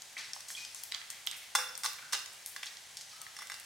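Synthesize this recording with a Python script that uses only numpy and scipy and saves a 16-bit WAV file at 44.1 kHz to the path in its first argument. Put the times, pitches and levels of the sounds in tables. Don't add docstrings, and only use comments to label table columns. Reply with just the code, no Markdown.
import sys
import numpy as np
from scipy import signal
from scipy.fft import rfft, irfft
from scipy.io import wavfile
from scipy.ndimage import uniform_filter1d

SR = 44100
rng = np.random.default_rng(int(sys.argv[2]) if len(sys.argv) > 2 else 0)


def to_wav(s):
    ch = np.atleast_2d(s).T
    pcm = np.round(np.clip(ch, -1, 1) * 32767)
    wavfile.write(sys.argv[1], SR, pcm.astype(np.int16))


N = 160965

# (time [s], bowl level [dB], spoon level [dB], wire level [dB], brightness [dB/octave])
CONTACTS = [(1.5508, -33.5, -36, -34, 8.5), (1.5524, -27, -30.5, -27.5, 1.5), (1.556, -35, -35.5, -33, 5),
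            (1.589, -40, -41, -44.5, 5), (1.623, -44.5, -45, -52.5, -1), (1.8349, -47, -37.5, -37.5, 5.5),
            (1.844, -38, -45, -35, 7), (1.8503, -37.5, -48.5, -34, 4), (1.8598, -36.5, -37.5, -31.5, 0),
            (2.124, -46.5, -60, -39, 2.5), (2.1298, -43.5, -44.5, -32.5, 3), (2.1332, -36, -45, -31, -0.5),
            (2.1421, -44.5, -55, -40.5, -4), (2.144, -45.5, -47.5, -38.5, -5.5),
            (2.149, -43.5, -52.5, -37.5, -2.5), (2.563, -49.5, -41.5, -43.5, 1),
            (2.6297, -55, -44.5, -46, 2), (3.3662, -55.5, -46, -50, 3), (3.3885, -47.5, -48, -47, 4),
            (3.42, -48.5, -57, -49.5, 10), (3.4989, -48.5, -42, -48, 3), (3.5187, -46, -42.5, -45, 1.5),
            (3.541, -53, -62, -45.5, 2)]
# (frequency [Hz], level [dB], T60 [s])
SPOON_MODES = [(1600, 1.5, 0.016), (2016, 5, 0.00784), (2725, -5, 0.0143), (3535, -5.5, 0.0376),
               (4600, -9.5, 0.021), (5409, -7, 0.0285), (5984, -11.5, 0.0103), (7290, -9.5, 0.0124),
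               (9320, -8.5, 0.0158), (10936, -12.5, 0.0061)]


def from_db(db):
    return 10 ** (np.asarray(db) / 20)


def seconds(length):
    return np.arange(int(length * SR)) / SR


def rms_one(x):
    return x / np.sqrt(np.mean(x ** 2) + 1e-20)


def hit_one(x):
    return x / np.sqrt(np.mean(x[..., :int(.006 * SR)] ** 2) + 1e-20)


def dying(t, t60):
    return np.exp(-np.log(1000) * t / t60)


def stroke(t, length, attack_s, fall_db):
    attack = np.minimum(t / attack_s, 1)
    release = np.clip(1 - 2 * (t / length - 1), 0, 1)
    return attack * from_db(-fall_db * t / length) * release


def at_hz(points, hz):
    f, value = np.transpose(points)
    return np.interp(np.log(np.maximum(hz, 1)), np.log(f), value)


def panned(x, pan_db):
    return x * from_db(np.array([[.5], [-.5]]) * pan_db)


def add(out, s, x):
    i = int(s * SR)
    out[..., i:i + x.shape[-1]] += x[..., :max(N - i, 0)]


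def softened(x, low_hz, high_hz):
    band = signal.butter(2, [low_hz, min(high_hz, .45 * SR)], "band", fs=SR, output="sos")
    return signal.sosfilt(band, x)


def coloured(x, spectrum, tilt_db=0):
    hz = np.fft.rfftfreq(x.shape[-1], 1 / SR)
    gain = from_db(at_hz(spectrum, hz) + tilt_db * np.log2(hz + 1))
    return rms_one(irfft(rfft(x) * gain, x.shape[-1]))


def echoed(x, response):
    return signal.fftconvolve(x, response / np.sqrt((response ** 2).sum() / 2), axes=1)[:, :N]


def stereo_noise(n):
    # (frequency [Hz], left-right correlation [0-1])
    likeness = [(40, 0.93), (130, 0.922), (260, 0.168), (550, 0.4), (1100, 0.521), (2500, 0.634),
                (5000, 0.733), (9000, 0.527), (14000, 0.076)]
    alike = at_hz(likeness, np.fft.rfftfreq(n, 1 / SR))
    mid, side = rfft(rng.standard_normal((2, n)))
    return rms_one(irfft(np.sqrt(1 + alike) * mid + np.sqrt(1 - alike) * side * [[1], [-1]], n))


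def jitter(shape):
    return rms_one(uniform_filter1d(rng.standard_normal(shape), size=90))


def grains(n, per_s, spread_db=2.5):
    chance, size, sign = rng.random((3, n))
    gain = from_db(spread_db * np.minimum(-np.log(1 - size), 4))
    return (chance < per_s / SR) * gain * np.sign(sign - .5)


def cavity(x, hz, cycles):
    q = max(cycles * np.pi / np.log(1000), 1)
    return signal.lfilter(*signal.iirpeak(min(hz, .42 * SR), q, fs=SR), x)


def struck(modes, detune=0.0098, tilt_db=0):
    hz, db, t60 = np.transpose(modes)[:, :, None]
    t = seconds(.5)
    spread_db = 2.5 * rng.standard_normal(hz.shape)
    gain = from_db(db + tilt_db * np.log2(hz) + spread_db) * rng.choice([-1, 1], hz.shape)
    hz = hz * (1 + detune * rng.standard_normal(hz.shape))
    rings = gain * np.cos(2 * np.pi * hz * t) * dying(t, t60)
    return hit_one(rings.sum(0))


def squelches():
    # (time [s], length [s], level [dB], centre [Hz])
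    fizzes = [(0.166, 0.1286, -46, 2050), (0.177, 0.13, -44.5, 4380), (0.347, 0.114, -53, 6900),
              (0.483, 0.0116, -36.5, 6720), (0.496, 0.063, -42, 6880), (0.565, 0.152, -45.5, 5200),
              (0.647, 0.0101, -37, 4450), (0.754, 0.1614, -50, 6510), (0.934, 0.0823, -50, 1635),
              (1.013, 0.039, -52, 2050), (1.103, 0.1153, -51.5, 2330), (1.104, .03, -45.5, 7470),
              (1.318, 0.0554, -46, 2280), (1.36, 0.08, -51.5, 9697), (1.418, 0.0434, -51, 2400),
              (1.785, .04, -47.5, 8940), (1.984, .025, -46.5, 1796), (2.325, 0.055, -54.5, 8324),
              (2.628, 0.01916, -49, 1744), (2.466, 0.083, -48.5, 9420), (2.639, 0.0687, -52, 4304),
              (2.664, 0.021, -39.5, 3920), (2.724, 0.114, -58, 4840), (2.969, 0.0116, -38, 5280),
              (2.981, 0.084, -56, 5520), (3.01, .011, -39.5, 5130), (3.091, 0.218, -55, 4730)]
    out = np.zeros(N)
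    for s, length, db, hz in fizzes:
        t = seconds(1.5 * length)
        swarm = cavity(grains(len(t), per_s=3500), hz, cycles=4.02)
        swarm = softened(swarm, low_hz=1032, high_hz=2.34 * hz)
        add(out, s, from_db(db) * rms_one(swarm) * stroke(t, length, attack_s=0.0017, fall_db=15))
    return out


def pops():
    # (time [s], level [dB], pitch [Hz], pan [dB])
    pockets = [(0.02, -44, 6252, 0), (0.3337, -37.5, 5400, 0.5), (0.3636, -49.5, 1365, -5.5),
               (0.406, -45.5, 5945, 2), (0.5027, -46, 1680, -3), (0.7472, -42.5, 7297, 4),
               (0.836, -39.5, 11460, 2.5), (0.917, -47, 4530, -2), (0.9215, -34.5, 3520, -1),
               (0.9418, -44, 3322, 1.5), (0.9463, -35, 3905, -3.5), (1.0155, -45.5, 2214, 0),
               (1.102, -38.5, 6780, 2), (1.2662, -40, 10400, -0.5), (1.272, -30, 4070, -1),
               (1.313, -40, 6340, -3), (1.753, -42, 5130, 0), (1.777, -40.5, 9000, 2),
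               (1.932, -49, 8500, -1.5), (2.1912, -49, 7600, -4), (2.26, -44, 5300, -2),
               (2.4611, -38.5, 10660, 3.5), (2.6324, -38, 2890, -0.5), (2.659, -47, 7200, -3.5),
               (2.77, -49, 4170, -3.5), (3.216, -42.5, 7960, 2), (3.266, -46, 1823, 1.5),
               (3.471, -48.5, 6950, -3.5), (3.5988, -47.5, 9000, -0.5)]
    out, t = np.zeros((2, N)), seconds(.02)
    for s, db, hz, pan_db in pockets:
        tear = stereo_noise(len(t)) * np.exp(-t / 0.001154)
        ring = hit_one(cavity(tear, hz, cycles=6.06))
        body = hit_one(cavity(tear, 0.574 * hz, cycles=2.1))
        pop = softened(ring + from_db(-11.5) * body, low_hz=784, high_hz=2.127 * hz)
        add(out, s, panned(from_db(db) * hit_one(pop), pan_db))
    return out


def squeaks():
    # (time [s], length [s], level [dB], start pitch [Hz], end pitch [Hz], roughness [0-1])
    glides = [(0.167, 0.016, -40.5, 2257, 2686, 0.78), (.547, 0.01072, -39, 2941, 3362, 0.58),
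              (0.57, 0.046, -43, 2463, 2440, 0.21), (1.342, 0.0114, -45.5, 2663, 2848, 0.42),
              (2.024, .035, -48, 1447, 1529, 0.64), (3.13, 0.057, -57.5, 1282, 1319, 0.39),
              (3.207, 0.06, -56, 1271, 1295, 0.37)]
    out = np.zeros(N)
    for s, length, db, start_hz, end_hz, rough in glides:
        t = seconds(1.5 * length)
        wobble, flutter = jitter((2, len(t)))
        hz = np.interp(t, [0, length], [start_hz, end_hz]) * (1 + 0.0647 * rough * wobble)
        tone = rms_one(np.sin(2 * np.pi * np.cumsum(hz) / SR) * (1 + rough * flutter))
        add(out, s, from_db(db) * tone * stroke(t, length, attack_s=0.0024, fall_db=11))
    return out


def steel_knocks():
    # (frequency [Hz], level [dB], T60 [s])
    wire_modes = [(2780, 6.5, 0.035), (3706, 3, 0.0425), (3970, 4, 0.039), (4225, -2, 0.043),
                  (4959, -1.5, 0.0466), (5284, 9, 0.0434), (7523, -17, 0.038), (9400, -8, 0.035)]
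    # (frequency [Hz], level [dB])
    clatter_colour = [(330, -34), (550, -24.5), (900, -10.5), (2000, -0.5), (3800, 7), (6000, 6),
                      (9000, 2.5), (11500, -6), (16000, -11.5)]
    out, t = np.zeros((2, N)), seconds(.5)
    for s, _, spoon_db, wire_db, tilt_db in CONTACTS:
        noise = coloured(stereo_noise(len(t)), clatter_colour, tilt_db)
        clatter = hit_one(noise * dying(t, t60=0.0347))
        ring = struck(wire_modes, detune=0.0237, tilt_db=tilt_db)
        wires = clatter + from_db(-7) * ring
        spoon = struck(SPOON_MODES, tilt_db=tilt_db)
        add(out, s, from_db(spoon_db) * spoon + from_db(wire_db) * wires)
    return out


def bowl_knocks():
    # (frequency [Hz], level [dB], T60 [s])
    bowl_modes = [(503.9, -31, 0.217), (835.3, -10.5, 0.0886), (1023, -4.5, 0.0238), (1204.3, 3.5, 0.0207),
                  (1366, -4, 0.022), (1481, 4.5, 0.0231), (1621, -0.5, 0.0186), (1669, -13.5, 0.075),
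                  (1887, -13.5, 0.064)]
    out = np.zeros(N)
    for s, bowl_db, *_ in CONTACTS:
        add(out, s, from_db(bowl_db + 1) * struck(bowl_modes))
    return softened(out, low_hz=396, high_hz=5000)


def scrapes():
    # (time [s], length [s], level [dB])
    drags = [(1.585, 0.0382, -36.5), (3.401, .07, -45.5), (3.499, 0.071, -49.5)]
    out = np.zeros(N)
    for s, length, db in drags:
        t = seconds(1.5 * length)
        slips = grains(len(t), per_s=350)
        rasp = signal.fftconvolve(slips, struck(SPOON_MODES))[:len(t)]
        add(out, s, from_db(db) * rms_one(rasp) * stroke(t, length, attack_s=0.0042, fall_db=20))
    return out


def skids():
    # (time [s], length [s], level [dB], pitch [Hz])
    skid_tones = [(1.5547, 0.0079, -30, 3551), (1.565, 0.0586, -53, 510.9), (1.569, 0.0144, -37, 5453),
                  (1.594, 0.024, -44.5, 5500), (1.686, 0.0077, -43.5, 5454)]
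    out = np.zeros(N)
    for s, length, db, pitch_hz in skid_tones:
        t = seconds(1.5 * length)
        hz = pitch_hz * (1 + 0.0259 * jitter(len(t)))
        tone = rms_one(np.sin(2 * np.pi * np.cumsum(hz) / SR))
        add(out, s, from_db(db) * tone * stroke(t, length, attack_s=0.0017, fall_db=8))
    return out


def crackle():
    # (frequency [Hz], level [dB])
    crackle_colour = [(500, -13.5), (900, -10.5), (1600, 1.5), (4000, -2.5), (7000, -1.5), (11000, -6.5),
                      (16000, -14)]
    return from_db(-60) * coloured(grains(N, per_s=900, spread_db=2), crackle_colour)


def bowl_echoes(x):
    t = seconds(.03)
    reflections = stereo_noise(len(t)) * dying(t, t60=0.0238) * (t > .0004)
    return echoed(x, reflections)


def kitchen_reverb(x):
    # (frequency [Hz], T60 [s])
    room_t60 = [(300, 0.87), (1000, 0.588), (2800, 0.714), (7000, 0.351), (15000, 0.582)]
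    # (frequency [Hz], level [dB])
    room_colour = [(200, 3), (550, 4.5), (1100, 1.5), (1700, 1), (2300, -0.5), (5000, 1), (10000, 1),
                   (16000, 2.5)]
    t = seconds(.8)
    spectrum = rfft(coloured(stereo_noise(len(t)), room_colour))
    hz, centres = np.fft.rfftfreq(len(t), 1 / SR), np.geomspace(250, 16000, 7)
    tail = np.zeros((2, len(t)))
    for centre, share in zip(centres, np.eye(len(centres))):
        octave = irfft(spectrum * at_hz(np.c_[centres, share], hz), len(t))
        tail += octave * dying(t, at_hz(room_t60, centre))
    build_up = 1 - np.exp(-t / 0.0023)
    return echoed(x, tail * build_up)


def hiss():
    # (frequency [Hz], level [dB])
    hiss_colour = [(25, -34), (50, -19.5), (85, 6), (115, 3.5), (180, 1.5), (280, -3.5), (480, 1.5),
                   (800, 9), (1200, 3.5), (1700, 7), (3000, 8), (6000, 8), (10000, 3.5), (15500, -19)]
    return from_db(-54.5) * coloured(stereo_noise(N), hiss_colour)


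def scene():
    steel = softened(steel_knocks() + scrapes() + skids(), low_hz=381, high_hz=17280)
    steel = panned(steel, pan_db=-1)
    popping = pops()
    china = panned(bowl_knocks(), pan_db=-1)
    pulp = panned(crackle() + squelches(), pan_db=1)
    squeaking = panned(squeaks(), pan_db=1)
    direct = steel + china + popping + pulp + squeaking
    room_send = (from_db(-1) * steel + from_db(-6) * china + from_db(-3) * popping
                 + from_db(-1.5) * pulp + from_db(0.5) * squeaking)
    return direct + from_db(-6.5) * bowl_echoes(direct) + kitchen_reverb(room_send) + hiss()


def record(dry):
    return signal.sosfilt(signal.ellip(10, .1, 80, 15800, fs=SR, output="sos"), dry)


dry = scene()
out = record(dry)
to_wav(out)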